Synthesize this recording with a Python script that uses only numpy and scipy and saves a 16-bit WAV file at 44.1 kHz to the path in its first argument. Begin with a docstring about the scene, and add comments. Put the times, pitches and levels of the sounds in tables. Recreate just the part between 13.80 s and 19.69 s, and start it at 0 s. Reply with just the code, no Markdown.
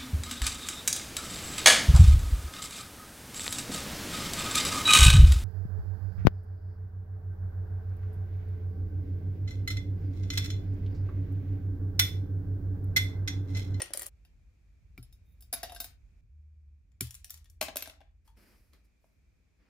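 """A tabletop in a small room: side cutters snip plastic parts from their frame close to a stereo mic. Each snip
snaps the jaws and shakes the frame. Loose parts tick and scrape against the jaws, drop, bounce and rattle, each
ringing in its own modes; after the second snip the ticks ring the frame itself. Fingers rub over plastic. Under
it lie a swelling low hum, a rumble and a faint hiss. Four sections follow each other, joined abruptly."""
import sys
import numpy as np
from scipy import signal
from scipy.fft import rfft, irfft, next_fast_len
from scipy.io import wavfile
from scipy.ndimage import map_coordinates

SR = 44100
rng = np.random.default_rng(int(sys.argv[2]) if len(sys.argv) > 2 else 0)


def materialize(psi):
    """Save the field psi as 16-bit PCM at rate SR to the path in sys.argv[1].

    A 1-D psi becomes a single channel; in a 2-D psi each row is a channel.
    """
    bounded = np.clip(np.atleast_2d(psi).T, -1, 1)
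    quanta = np.round(bounded * 32767).astype(np.int16)
    wavfile.write(sys.argv[1], SR, quanta)


N = 259741

# section boundaries: time_s
BREAKS_S = [0.2852, 2.41, 4.553]


def part_contacts():
    """Parts and the frame tick and bounce: each contact cracks, rings the modes of what is struck and excites
    the room."""
    # on jaws, frame or finger: start_s, level_db, treble_re_level_db, hardest_mode_hz
    ticks = [(0.4495, -52, -9.5, 2750), (1.1773, -50, -2, 14250), (1.2271, -49.5, -2, 11200),
             (1.326, -58.5, 6, 3725), (1.607, -60.5, 13.5, 15450), (1.6236, -54.5, 8, 4722),
             (3.1177, -63, -10, 6990), (3.2084, -25, 3.5, 13800), (3.27, -51, 10.5, 10600),
             (3.3076, -39.5, 4, 5710), (3.343, -46.5, 5.5, 6990), (3.3505, -44, 6.5, 6990),
             (3.4444, -40, 5, 9810), (3.4963, -46.5, 4, 5710), (3.5047, -38, 7.5, 13800),
             (3.5417, -42, 3, 12400), (3.5745, -50.5, 0, 10600), (3.6439, -56, 0, 12400),
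             (3.6562, -45.5, -15, 1825), (3.699, -60, 11.5, 5710), (4.4762, -50, -6, 888),
             (4.9333, -45.5, -11, 1270)]
    # on the tabletop: start_s, level_db, treble_re_level_db, hardest_mode_hz, knock_re_level_db
    bounces = [(0.0014, -20.5, -19, 566, -6.5), (0.0183, -21.5, -7.5, 8990, -4),
               (0.0575, -37, -11.5, 8990, -3.5), (0.1053, -46, -7.5, 566, 11.5),
               (0.1352, -24, 1.5, 10600, -15), (0.1477, -51, 1.5, 566, 16.5),
               (0.1733, -36.5, 10.5, 8990, 2), (0.194, -36, 5.5, 7560, -2),
               (0.2124, -37, -6.5, 10600, -1.5), (0.2192, -37.5, 7.5, 14500, 6),
               (0.2309, -35.5, 1, 10600, -1.5), (0.2593, -36, -4, 8990, -12),
               (0.2644, -48, 20.5, 10600, 10), (1.728, -27.5, 4, 9450, -2.5), (1.7364, -28, 1.5, 11200, 3),
               (1.8311, -20, -8.5, 692, -12), (1.8951, -35, -14.5, 692, -3), (1.9201, -38.5, -5, 692, -5.5),
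               (1.9475, -39.5, -4, 11200, -6), (1.9614, -33.5, -9.5, 1575, -10.5),
               (2.0021, -31.5, 4.5, 14250, -2.5), (2.018, -40.5, -3, 11200, -7),
               (2.0431, -36, 4, 14250, -6.5), (3.8124, -13.5, -5.5, 635, -10),
               (3.8252, -20.5, -7, 12400, -0.5), (3.8826, -23.5, -16, 3470, -3.5),
               (3.958, -29, 3.5, 10600, 2.5), (3.9683, -22.5, 0.5, 12400, -17.5),
               (4.0054, -32.5, -8, 10600, -16), (4.0234, -28.5, -1.5, 12400, -8),
               (4.0573, -34, -7.5, 5470, -8), (4.0741, -41, 3, 10600, 6), (4.0965, -35, -9.5, 3470, -8.5),
               (4.2044, -47.5, -15.5, 773, -0.5), (4.213, -42, -27, 635, -8.5),
               (5.2424, -67.5, -5, 595, 25)]
    # modes of each struck piece (the third is the frame): pitch_hz, level_db, t60_s
    struck_modes = [
        [(344, -11, 0.12), (559.6, -5.5, 0.051), (1908, -3.5, 0.055), (5700, -8, 0.052), (7540, 0.5, 0.03),
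         (9010, 6, 0.018), (10444, 6, 0.014), (14500, -2.5, 0.044)],
        [(260, -5, 0.11), (692, 0, 0.1), (1575, -6, 0.06), (2750, -6, 0.03), (3725, -7, 0.1), (4722, -9, 0.09),
         (5190, -5, 0.1), (7450, -9, 0.08), (9450, -6, .03), (10270, -8, .05), (11200, 2, 0.07),
         (13000, -3, 0.045), (14250, 1, 0.07), (15450, -2, .09)],
        [(1837, -15, 0.068), (3420, -9, 0.035), (5640, -0.5, 0.018), (7170, 1.5, 0.031), (9660, -3, 0.03),
         (10400, -4, 0.021), (12000, -4, 0.016), (14400, 3.5, 0.021)],
        [(262, -3, 0.079), (635, 0, 0.06), (773, -9, 0.09), (1570, -5, 0.04), (2700, -8, 0.036),
         (3470, -8, 0.02), (4320, -8, .025), (5470, -7, .025), (9100, -6, .02), (10600, -5, 0.025),
         (12400, 0, 0.03), (14100, -4, .025)],
        [(924, -1.5, 0.25), (1240, -1.5, 0.045), (3320, -6, 0.13)],
        [(605, -11, 0.015), (1250, 0, 0.0089), (11200, 3.5, 0.023)],
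    ]
    # next struck piece takes over: time_s
    handovers_s = [.29, 2.41, 3.8, 4.4, 4.55]
    # position of each struck piece: left_minus_right_db
    pans_db = [7, 5.5, 7, 5.5, 4.5, 6]
    tick_knock_db, hardest_boost_db = -11.5, 9  # a part held in the air has little knock
    graze_s, graze_db = 0.0035, -19  # light touch ahead of the hit
    ring_db = [[-10], [-19]]  # direct, into the room
    out, t = np.zeros((2, N)), np.arange(SR // 5) / SR
    graze_ramp = (t[t < graze_s] / graze_s) ** 2
    contacts = [(*tick, tick_knock_db) for tick in ticks] + bounces
    for start_s, level_db, treble_db, hardest_hz, knock_db in contacts:
        part = np.searchsorted(handovers_s, start_s)
        pan_db = pans_db[part] - rng.standard_normal()
        spike, chatter = amp(-60 * t / 0.011), amp(-14.5 - 60 * t / 0.059)
        crack = (spike + chatter) * rng.standard_normal(len(t))
        modes = np.array(struck_modes[part])
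        modes[np.argmin(abs(modes[:, 0] - hardest_hz)), 1] += hardest_boost_db
        hit = crack + amp(ring_db) * ring(modes, t, scatter_db=3, blur_hz=28)
        rise_s = 0.0006 * amp(np.clip(-.6 * treble_db, -1.5, 12))  # dull contacts build up slowly
        hit *= 1 - (1 - amp(graze_db)) * np.exp(-(t / rise_s) ** 2)
        graze = amp(graze_db) * graze_ramp * rng.standard_normal(len(t))[:len(graze_ramp)]
        contact = np.hstack([[graze, graze], hit])
        colour = [(80, knock_db - 14), (700, knock_db), (3000, 0),
                  (11000, treble_db), (16000, treble_db - 6)]
        direct, send = filtered(contact, lambda hz: amp(level_db + along(colour, hz)))
        add(out, start_s - graze_s, mic_pair(direct, pan_db))
        add(out, start_s - graze_s, amp([[-4 + pan_db / 4], [-4 - pan_db / 4]]) * room(send))
    return out


def cutters():
    """The jaws snap and jolt the frame; its low modes swell last, so the thud falls in pitch."""
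    # jaws close: start_s, thud_db, snap_db
    snips = [(1.178, -35, -44), (3.208, -25.5, -35.5)]
    # bending frame: pitch_hz, level_db, t60_s, swell_s
    frame_modes = [(74.6, -11, 0.36, 0.023), (118.4, -1.5, 0.22, 0.021), (162, -7.5, 0.065, 0.0024),
                   (263.6, -9, 0.086, 0.0043), (383, -14.5, 0.075, 0.0037)]
    # snap: pitch_hz, level_db, t60_s
    jaw_modes = [(1397, -19, 0.11), (2316, 2, 0.028)]
    out, t = np.zeros((2, N)), np.arange(SR // 3) / SR
    for start_s, thud_db, snap_db in snips:
        thud = sum(ring([mode], t, scatter_db=0.5) * (1 - np.exp(-(t / swell_s) ** 2))
                   for *mode, swell_s in frame_modes)
        snap = ring(jaw_modes, t, scatter_db=1, blur_hz=45)
        snip = amp(thud_db) * thud + amp(snap_db) * snap
        add(out, start_s, snip * amp([[1.1], [-1.1]]))
    return out


def fingers():
    """Skin slides over plastic: strokes of soft, grainy friction noise."""
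    # start_s, attack_s, hold_s, fade_db_per_s, level_db, treble_re_level_db
    strokes = [(4.438, 0.016, 0.03, 320, -76, 5.5), (4.556, 0.019, 0.16, 170, -65.5, -0.5),
               (4.746, 0.031, 0.12, 142, -83.5, 8.5), (4.918, 0.018, 0.0027, 204, -65, -8),
               (5.033, 0.016, 0.0037, 596, -86, 13.5), (5.178, 0.055, 0.044, 106.5, -92, 14.5),
               (5.763, 0.044, 0.1, 102, -73, -23)]
    # friction spectrum: freq_hz, density_db
    skin = [(120, -23.5), (200, -1.5), (500, -12), (821, -18), (2330, -15.5), (3560, -27), (5040, -18.5),
            (6520, -29), (11900, -23), (16000, -29)]
    rub = amp(0.88 * wobble(60)) * noise(skin, correlation=0.55)
    treble = filtered(rub, lambda hz: hz ** 4 / (hz ** 4 + 4700.0 ** 4))
    return sum(amp(level_db) * envelope(*shape) * (rub + (amp(treble_db) - 1) * treble)
               for *shape, level_db, treble_db in strokes)


def scrape():
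    """A loose part drags along the jaws: rough friction noise in narrow resonances."""
    # start_s, attack_s, hold_s, fade_db_per_s
    drag = (1.4, .09, .04, 170)
    # centre_hz, half_width_hz, level_db
    resonances = [(3700, 76, 0), (11000, 130, -3), (13100, 160, -1.5), (15300, 220, -3)]
    friction = filtered(rng.standard_normal(N), lambda hz: sum(
        amp(db) / (1 + ((hz - centre_hz) / width_hz) ** 2) for centre_hz, width_hz, db in resonances))
    return amp(-82.5 + 3.2 * wobble(49)) * envelope(*drag) * unit(friction)


def hum():
    """Low tones swell in the third section, wavering and sagging in pitch."""
    # start_s, attack_s, hold_s, fade_db_per_s, pitch_hz, sag_hz_per_s, rms_db
    tones = [(2.41, 0.15, 0.39, 158, 75, 1.9, -53.5), (3.186, 0.044, 0.03, 43, 82.6, 14, -54),
             (3.487, 0.089, 0.14, 10.5, 79.54, .5, -61)]
    out, t = np.zeros(N), np.arange(N) / SR
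    waver_cycles = np.cumsum(1.5 * wobble(4)) / SR
    for start_s, *shape, pitch_hz, sag_hz_per_s, rms_db in tones:
        cycles = pitch_hz * t - sag_hz_per_s * (t - start_s) ** 2 / 2 + waver_cycles
        out += np.sqrt(2) * amp(rms_db) * envelope(start_s, *shape) * np.sin(2 * np.pi * cycles)
    return amp(0.66 * wobble(4.1)) * out


def rumble():
    """Deep noise that comes in lumps, nearly alike in both channels."""
    # freq_hz, density_db
    spectrum = [(16, -44.5), (28, -9.5), (48, 4), (64, 0.5), (74, -2), (130, -15.5), (500, -49),
                (650, -65.5), (1100, -120)]
    # time_s, level_db
    contour = [(0, -59), (.5, -59.5), (.67, -56), (.79, -62.5), (1.1, -55), (2.41, -57), (2.69, -63),
               (3.1, -59.5), (3.8, -58), (4.44, -63), (4.55, -56), (4.62, -66), (4.97, -62.5), (5.2, -71.5),
               (5.5, -65), (5.89, -68.5)]
    level_db = np.interp(np.arange(N) / SR, *np.transpose(contour))
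    return amp(level_db) * unit(amp(0.26 * wobble(3.6)) * noise(spectrum, correlation=0.9))


def hiss():
    """Smooth, wide noise; its level steps between sections."""
    # freq_hz, density_db
    spectrum = [(88, -29), (150, -2.5), (240, -7.5), (466, -15), (1020, -24), (2100, -20.5), (2400, -14),
                (2870, -28), (6770, -28), (8560, -34), (11900, -39), (14000, -35.5), (16000, -46.5)]
    # per section: start_db, end_db
    levels_db = [(-73.5, -75), (-76.5, -76.5), (-83.5, -83), (-76, -77.5)]
    edges_s = np.repeat([0, *BREAKS_S, N / SR], 2)[1:-1]
    level_db = np.interp(np.arange(N) / SR, edges_s, np.ravel(levels_db))
    return amp(level_db) * noise(spectrum, correlation=0.16)


def room(x):
    """A fresh diffuse tail; bass and top treble are alike in both channels."""
    # freq_hz, t60_s
    decay = [(200, 1), (700, 0.61), (5000, 0.33), (9000, 0.2), (14000, 0.18)]
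    gate_s = 0.13  # the tail drops quickly after this
    hz, t, (mid, side) = signal.stft(rng.standard_normal((2, SR // 3)), SR, nperseg=256)
    hz = hz[:, None]
    width = 1.2 * hz / (hz + 300) / (1 + (hz / 9000) ** 4)
    diffuse = np.array([mid + width * side, mid - width * side]) / np.sqrt(1 + width ** 2)
    fade = amp(-60 * t / along(decay, hz)) * np.exp(-(t / gate_s) ** 4)
    tail = signal.istft(diffuse * fade, SR, nperseg=256)[1]
    return signal.fftconvolve(np.pad(x, (200, 0))[None], tail / np.linalg.norm(tail[0]), axes=1)


def mic_pair(x, pan_db):
    """The two ports hear each tone at another level and phase; the phase varies per contact."""
    # freq_hz, share_of_pan
    shadow = [(200, 0.45), (600, 0.85), (1500, 0.36), (4500, 1), (8000, .15)]
    # freq_hz, left_lead_rad
    lead = [(1300, 0), (2500, 1), (4800, .7), (7000, 2), (9000, 1.7), (11700, .3), (14500, -1.3)]
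    # freq_hz, lead_deviation_rad
    scatter = [(300, 0), (3000, 1.2), (10000, .1)]
    side, turn = np.array([[.5], [-.5]]), rng.standard_normal()

    def response(hz):
        lead_rad = along(lead, hz) + turn * along(scatter, hz)
        return amp(side * pan_db * along(shadow, hz)) * np.exp(1j * side * lead_rad)
    return filtered(x, response)


def ring(modes, t, scatter_db, blur_hz=0):
    """Damped modes at scattered strengths; phase drift widens each line by blur_hz."""
    hz, db, t60_s = np.transpose(modes)[:, :, None]
    walk = np.cumsum(rng.standard_normal((len(modes), len(t))), axis=1)
    drift_rad = np.sqrt(2 * np.pi * blur_hz / SR) * walk
    level_db = db + scatter_db * rng.standard_normal(hz.shape) - 60 * t / t60_s
    return np.sum(amp(level_db) * np.sin(2 * np.pi * hz * t + drift_rad), axis=0)


def noise(spectrum, correlation):
    """Shaped stereo noise, rms 1."""
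    mid, side = filtered(rng.standard_normal((2, N)), lambda hz: amp(along(spectrum, hz)))
    angle = np.arccos(correlation) / 2
    mid, side = np.cos(angle) * mid, np.sin(angle) * side
    return unit(np.array([mid + side, mid - side]))


def envelope(start_s, attack_s, hold_s, fade_db_per_s):
    """Gain that rises, holds and fades, closing at the next break."""
    t = np.arange(N) / SR
    rise = np.clip((t - start_s) / attack_s, 0, 1) ** 2
    fade = amp(-fade_db_per_s * np.maximum(t - start_s - attack_s - hold_s, 0))
    return rise * fade * np.clip((next_break(start_s) - t) / 0.0092, 0, 1)


def add(out, start_s, sound):
    """Mixes a sound in; it fades fast after the next break."""
    left_s = next_break(start_s) - start_s - np.arange(sound.shape[1]) / SR
    sound = sound * np.clip(1 + left_s / 0.021, 0, 1) ** 3
    start = round(start_s * SR)
    sound, start = sound[:, max(-start, 0):], max(start, 0)
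    out[:, start:][:, :sound.shape[1]] += sound[:, :N - start]


def next_break(time_s):
    return min((s for s in BREAKS_S if s > time_s), default=2 * N / SR)


def filtered(x, gain):
    """Applies gain(hz) to the spectrum."""
    size = next_fast_len(x.shape[-1] + 4096)
    return irfft(rfft(x, size) * gain(np.fft.rfftfreq(size, 1 / SR)), size)[..., :x.shape[-1]]


def wobble(rate_hz):
    """Smooth random curve, rate_hz knots a second."""
    knots = rng.standard_normal(int(N * rate_hz / SR) + 4)
    return map_coordinates(knots, [np.arange(N) * rate_hz / SR])


def along(points, hz):
    """Interpolates (freq_hz, value) points on a log axis."""
    freqs_hz, values = np.transpose(points)
    return np.interp(np.log(hz + 1), np.log(freqs_hz + 1), values)


def amp(db):
    return 10 ** (np.asarray(db) / 20)


def unit(x):
    """Scales to rms 1."""
    return x / np.sqrt(np.mean(x ** 2) + 1e-20)


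def scene():
    return part_contacts() + cutters() + fingers() + hum() + rumble() + hiss() + scrape()


def record(dry):
    """The mic loses the deepest bass and everything above its band limit."""
    low_hz, top_hz = 30, 17000
    return filtered(dry, lambda hz: hz ** 6 / (hz ** 6 + low_hz ** 6)
                    * np.clip((top_hz - hz) / 1600, 0, 1) ** 3)


dry = scene()
out = record(dry)
materialize(out)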